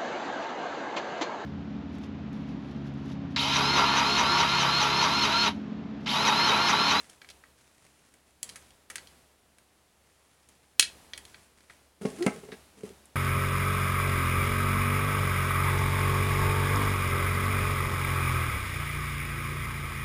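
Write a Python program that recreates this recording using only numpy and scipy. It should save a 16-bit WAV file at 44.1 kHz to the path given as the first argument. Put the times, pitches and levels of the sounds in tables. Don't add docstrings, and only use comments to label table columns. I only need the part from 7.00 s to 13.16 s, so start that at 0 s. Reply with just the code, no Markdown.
import sys
import numpy as np
from scipy import signal
from scipy.fft import rfft, irfft, next_fast_len
from scipy.io import wavfile
from scipy.ndimage import uniform_filter1d, map_coordinates

SR = 44100
rng = np.random.default_rng(int(sys.argv[2]) if len(sys.argv) > 2 else 0)


def wav_out(sig):
    wavfile.write(sys.argv[1], SR, np.round(np.clip(np.atleast_2d(sig).T, -1, 1) * 32767).astype(np.int16))


N = 271523

# start in seconds, length in seconds,
# level in dB (before the function that uses it adds its own level).
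STROKES = [(0, 0.016, -52.5), (.06, 0.055, -60.5), (.27, 0.053, -69), (.58, 0.5, -59.5),
           (1.27, 0.0086, -60.5), (1.45, 0.19, -61.5), (2.0, 0.14, -72), (3.05, 0.65, -64),
           (4.28, 0.15, -60.5), (4.58, .12, -60)]
# start in seconds, length in seconds,
# rumble level in dB, scrape level in dB (both before an overall level is added).
DRAGS = [(5.02, 0.33, -44, -55.5), (5.44, .12, -60.5, -67), (5.777, 0.093, -51, -60.5)]


def amp(db):
    return 10 ** (np.asarray(db) / 20)


def unit(x):
    return x / np.sqrt(np.mean(x ** 2) + 1e-20)


def strike(x, length):
    return x / np.sqrt(np.mean(x[:round(length * SR)] ** 2))


def along(points, hz):
    point_hz, value = np.transpose(points)
    return np.interp(np.log(hz + 1), np.log(point_hz + 1), value)


def curves(rows):
    s, *columns, db = np.transpose(rows)
    t = np.arange(N) / SR
    inside = (t >= s[0]) * (t <= s[-1])
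    return [np.interp(t, s, column) for column in columns] + [amp(np.interp(t, s, db)) * inside]


def filtered(x, response):
    m = next_fast_len(len(x) + 8192)
    return irfft(rfft(x, m) * response(np.fft.rfftfreq(m, 1 / SR)), m)[:len(x)]


def coloured(x, gain_db, size=4096):
    cepstrum = irfft(np.log(amp(gain_db(np.fft.rfftfreq(size, 1 / SR)))))
    cepstrum[1:size // 2] *= 2
    cepstrum[size // 2 + 1:] = 0
    impulse = irfft(np.exp(rfft(cepstrum)))
    return signal.fftconvolve(x, impulse)[:len(x)]


def noise(spectrum):
    return unit(filtered(rng.standard_normal(N), lambda hz: amp(along(spectrum, hz))))


def wobble(rate):
    points = rng.standard_normal(int(N * rate / SR) + 4)
    return map_coordinates(points, [np.arange(N) * rate / SR])


def add(track, s, sound):
    part = track[max(round(s * SR), 0):][:len(sound)]
    part += sound[:len(part)]


def slide_level(slides):
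    attack_db_per_s, release_db_per_s = 898, 139
    t = np.arange(N) / SR
    level = np.zeros(N)
    for start, length, db in slides:
        before = np.maximum(start - t, 0)
        after = np.maximum(t - start - length, 0)
        level += amp(db - attack_db_per_s * before - release_db_per_s * after)
    return level


def in_room(x, wet_db, delay=.009):
    # frequency in Hz, time to fall by 60 dB in seconds.
    room_decay = [(200, 0.1), (1500, 0.25), (5000, 0.2), (10000, 0.19), (15000, 0.035)]
    hz, t, z = signal.stft(rng.standard_normal(len(x)), SR, nperseg=256)
    tail = signal.istft(z * amp(-60 * t / along(room_decay, hz)[:, None]), SR)[1]
    tail = np.pad(tail / np.linalg.norm(tail), (round(delay * SR), 0))
    return x + amp(wet_db) * signal.fftconvolve(x, tail)[:len(x)]


def contact(hollow, bright, t60, ring_db=-19, ring_t60=0.036, spike_db=1, spike_t60=.0006,
            bounce=0.34, bounce_s=0.0031, hollow_db=1, mid_db=.5, bright_db=-0.5,
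            cavity_hz=781, cavity_db=-35, cavity_t60=.28):
    # frequency in Hz (before detuning), relative level in dB.
    shell_tones = [(1700, -5), (1980, -2), (2260, -1), (2430, -2), (3090, -2), (3260, 0), (3420, -2),
                   (4050, -1), (4115, 0), (4190, -1), (4550, 0), (4620, 0), (4920, -2), (5300, -4),
                   (5710, -2), (6350, -2), (6830, -4), (7200, -3), (7620, -3), (8310, -4), (9580, -4),
                   (9770, -2), (10180, -1)]
    # frequency in Hz, relative level in dB per Hz.
    crack_colour = [(40, -27.5), (150, -22.5), (400, -24), (1000, -19.5), (1350, -8.5), (1850, -3.5),
                    (2600, -3), (3300, -1), (4100, -1.5), (5000, -2.5), (6400, 0), (8000, -1.5),
                    (10400, 0.5), (12000, -14), (16000, -19)]
    t = np.arange(SR // 3) / SR
    crack_fade = amp(-60 * t / t60) + amp(spike_db - 60 * t / spike_t60)
    crack = rng.standard_normal(len(t)) * crack_fade

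    hz, db = np.transpose(shell_tones)[:, :, None]
    pitch = hz * (1 + rng.normal(0, .002, hz.shape))
    start_phase = rng.random(hz.shape)
    modes = np.sum(amp(db) * np.sin(2 * np.pi * (pitch * t + start_phase)), axis=0)
    ring = modes * amp(ring_db - 60 * t / ring_t60)
    cavity = amp(cavity_db - 60 * t / cavity_t60) * np.sin(2 * np.pi * cavity_hz * t)

    hit = crack + ring + cavity
    mirrored = np.pad(hit, (round(bounce_s * SR), 0))[:len(t)]
    hit = strike(hit + bounce * mirrored, 0.005)
    size = [(1700, hollow + hollow_db), (3300, mid_db), (4700, 0.0049), (7200, bright + bright_db)]
    return coloured(hit, lambda f: along(crack_colour, f) + along(size, f))


def clicks(level_db=9.0, wet_db=-14.0):
    # start in seconds, level around 4 kHz in dB (before level_db is added),
    # hollow (low) band in relative dB and bright (high) band in relative dB (both before contact()'s trims),
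    # time for the crack to fall by 60 dB in seconds.
    plastic_contacts = [(0.098, -51, -8, 2.5, 0.022), (0.2166, -49, 16, -12, 0.013),
                        (0.246, -51, 9, -15, 0.019), (0.2893, -45.5, 3.5, -9, 0.01),
                        (0.3008, -44, -2, -6, 0.056), (0.4383, -60.5, 24, -15, 0.0066),
                        (1.1395, -59, 12, 8, 0.02), (1.43, -39.5, -8.5, 8.5, 0.011),
                        (1.4915, -44.5, -8, -2, 0.018), (1.497, -46.5, -1, -1, 0.01),
                        (1.5582, -46.5, 10, 2, 0.051), (1.706, -53.5, 3, -8, 0.015),
                        (1.9008, -46.5, 14, 3, 0.052), (1.957, -38.5, 8.5, 0.5, 0.024),
                        (1.982, -43.5, 8, -12, 0.023), (2.0721, -48.5, -15, -6, 0.012),
                        (2.5846, -57, 12.5, 4.5, 0.011), (3.4885, -58.5, -4, 9.5, 0.018),
                        (3.796, -12.5, -2.5, -1.5, 0.025), (3.8259, -22.5, -4, -13.5, 0.036),
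                        (4.1347, -38, 0.5, -14, 0.016), (4.177, -44, 10, 1, 0.019),
                        (4.2525, -50, -1, -0.5, 0.016), (4.344, -44.5, 8.5, -24, 0.024),
                        (4.6054, -55.5, 10, -6, 0.019), (4.698, -50.5, 16.5, -26.5, 0.051),
                        (5.0547, -48.5, 5, -4.5, 0.075), (5.225, -37.5, 6.5, -7.5, 0.029),
                        (5.2644, -37.5, 5, 1.5, 0.025), (5.519, -45.5, 10, -16, 0.076),
                        (6.0559, -75, 0, 25, 0.012)]
    echo_s, echo_loss_db = 0.012, 15
    out = np.zeros(N)
    for s, contact_db, hollow, bright, t60 in plastic_contacts:
        for delay, loss_db in [(0, 0), (echo_s, echo_loss_db)]:
            click = in_room(contact(hollow, bright, t60), wet_db)
            add(out, s + delay, amp(contact_db + level_db - loss_db) * click)
    return out


def faint_ticks(count=30, over_stroke_db=5):
    out, stroke = np.zeros(N), slide_level(STROKES)
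    moments, sizes = rng.integers(N, size=count), rng.uniform(.5, 1, count)
    for when, size in zip(moments, sizes):
        tick = contact(hollow=3, bright=0, t60=.014)
        add(out, when / SR, size * stroke[when] * amp(over_stroke_db) * tick)
    return out


def table_ring(hard_db, thud_db=-1, thud_t60=0.069, low_hz=130, attack_s=0.00069):
    # frequency in Hz, relative level in dB (before hardness and chance
    # change it), time to fall by 60 dB in seconds.
    table_tones = [(154, -17, 0.1), (204.5, 1.5, 0.1), (253.8, 0, 0.097), (390, 4, 0.059),
                   (423.2, 1.5, 0.081), (626, -6, 0.082), (687, -10.5, 0.082), (736, -12.5, 0.11),
                   (837, -12.5, 0.17), (1091, -15.5, 0.15), (1306, -11.5, 0.047), (1558, -18.5, 0.11),
                   (2100, -10, 0.047)]
    # frequency in Hz,
    # relative level in dB per Hz (before hardness changes it).
    thud_colour = [(50, -26), (110, -12), (200, -2), (450, -2), (600, -2.5), (880, -9), (1200, -22),
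                   (2500, -13), (6000, -50.5)]
    t = np.arange(SR // 3) / SR
    hz, db, t60 = np.transpose(table_tones)[:, :, None]
    hardness = [(450, 0), (1200, hard_db)]
    strength = db + along(hardness, hz) + rng.normal(0, 3.04, hz.shape)
    ring = np.sum(amp(strength - 60 * t / t60) * np.sin(2 * np.pi * hz * t), axis=0)

    thud = unit(filtered(rng.standard_normal(len(t)),
                         lambda f: amp(along(thud_colour, f) + along(hardness, f))))
    fading_thud = thud * amp(thud_db - 60 * t / thud_t60)
    blow = (ring + fading_thud) * (1 - np.exp(-t / attack_s))
    high_pass = signal.butter(3, low_hz, "high", fs=SR, output="sos")
    return strike(signal.sosfilt(high_pass, blow), 0.009)


def knocks(level_db=0.0, hard_db=8):
    # start in seconds, level in dB (before level_db is added),
    # hardness as dB of the table's upper tones (before hard_db is added).
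    foot_blows = [(5.013, -42.5, -10), (5.0516, -23.5, -12), (5.2639, -18.5, -6.5), (5.28, -36.5, 19),
                  (5.4344, -42.5, -12), (5.4864, -41.5, -11), (5.5238, -39.5, -7), (5.8348, -34.5, -43),
                  (5.903, -45.5, -32)]
    out = np.zeros(N)
    for s, blow_db, hardness in foot_blows:
        knock = in_room(table_ring(hardness + hard_db), wet_db=-12.5)
        add(out, s, amp(blow_db + level_db) * knock)
    return out


def skid(second_db=-23, third_db=-32, fourth_db=-29, jitter=0.0192):
    # time in seconds, slips a second (before jitter), level in dB.
    skid_path = [(5.17, 260, -66), (5.195, 325, -40), (5.206, 350, -37), (5.213, 346, -26),
                 (5.236, 358, -28), (5.248, 410, -33.5), (5.258, 410, -43)]
    rate, level = curves(skid_path)
    phase = 2 * np.pi * np.cumsum(rate * (1 + jitter * wobble(120))) / SR
    harmonics_db = [0, second_db, third_db, fourth_db]
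    squeak = sum(amp(db) * np.sin(k * phase) for k, db in enumerate(harmonics_db, 1))
    return level * unit(squeak)


def rubbing(rub_db=1, ticks_per_s=70, tick_db=-6):
    # frequency in Hz, relative level in dB per Hz.
    rustle_colour = [(30, -10.5), (150, 9.5), (600, -1), (2000, 1.5), (4000, -4), (7000, -3), (10000, -2),
                     (12500, -23.5), (16000, -21)]
    scrape = slide_level([(s, length, db) for s, length, _, db in DRAGS])
    starts = (rng.random(N) < ticks_per_s / SR) * rng.random(N)
    catches = unit(signal.lfilter([1], [1, -np.exp(-1 / (0.002 * SR))], starts))
    unevenness = amp(0.64 * wobble(42)) + amp(tick_db) * catches
    return amp(rub_db) * (slide_level(STROKES) + scrape) * noise(rustle_colour) * unevenness


def drag_rumble(drag_db=0):
    shake = slide_level([(s, length, db) for s, length, db, _ in DRAGS])
    judder = rng.standard_normal(N) * amp(1.7 * wobble(60))
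    rumble = unit(signal.fftconvolve(judder, table_ring(hard_db=-6))[:N])
    return amp(drag_db) * shake * rumble


def background(hiss_db=-56.0, hum_db=-66, hum_hz=69.6):
    # frequency in Hz, relative level in dB per Hz.
    hiss_colour = [(20, -10.5), (45, -1.5), (75, 1.5), (110, 0), (200, 0), (400, -1.5), (700, -2.5),
                   (1400, -7), (3000, -9.5), (6000, -13), (10300, -12), (12500, -18), (15500, -23)]
    hum_phase = 2 * np.pi * hum_hz * np.arange(N) / SR + 0.71 * wobble(6.5)
    hum = np.sin(hum_phase) * amp(1.9 * wobble(8))
    return amp(hiss_db) * noise(hiss_colour) + amp(hum_db) * unit(hum)


def scene():
    toy = clicks() + faint_ticks()
    table = knocks() + skid()
    friction = rubbing() + drag_rumble()
    return (toy + table + friction + background())[None]


def suppressor(x, shut_db=-50, span_db=12, depth_db=10, release=24, hold_db=4, size=256):
    level_db = 10 * np.log10(np.abs(uniform_filter1d(x ** 2, size)) + 1e-12)
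    opening = np.maximum(level_db - shut_db, 0) / span_db
    wanted_db = np.interp(opening, [0, 1, 2, 3], [0, depth_db, depth_db, depth_db + hold_db])
    sink_db = release * np.arange(N) / SR
    open_db = np.maximum.accumulate(wanted_db + sink_db) - sink_db
    return x * amp(np.minimum(open_db - depth_db, 0))


def record(dry):
    ceiling, top_hz = .66, 16300
    x = suppressor(dry[0])
    x = x / (1 + (x / ceiling) ** 6) ** (1 / 6)
    return filtered(x, lambda hz: hz < top_hz)[None]


dry = scene()
out = record(dry)
wav_out(out)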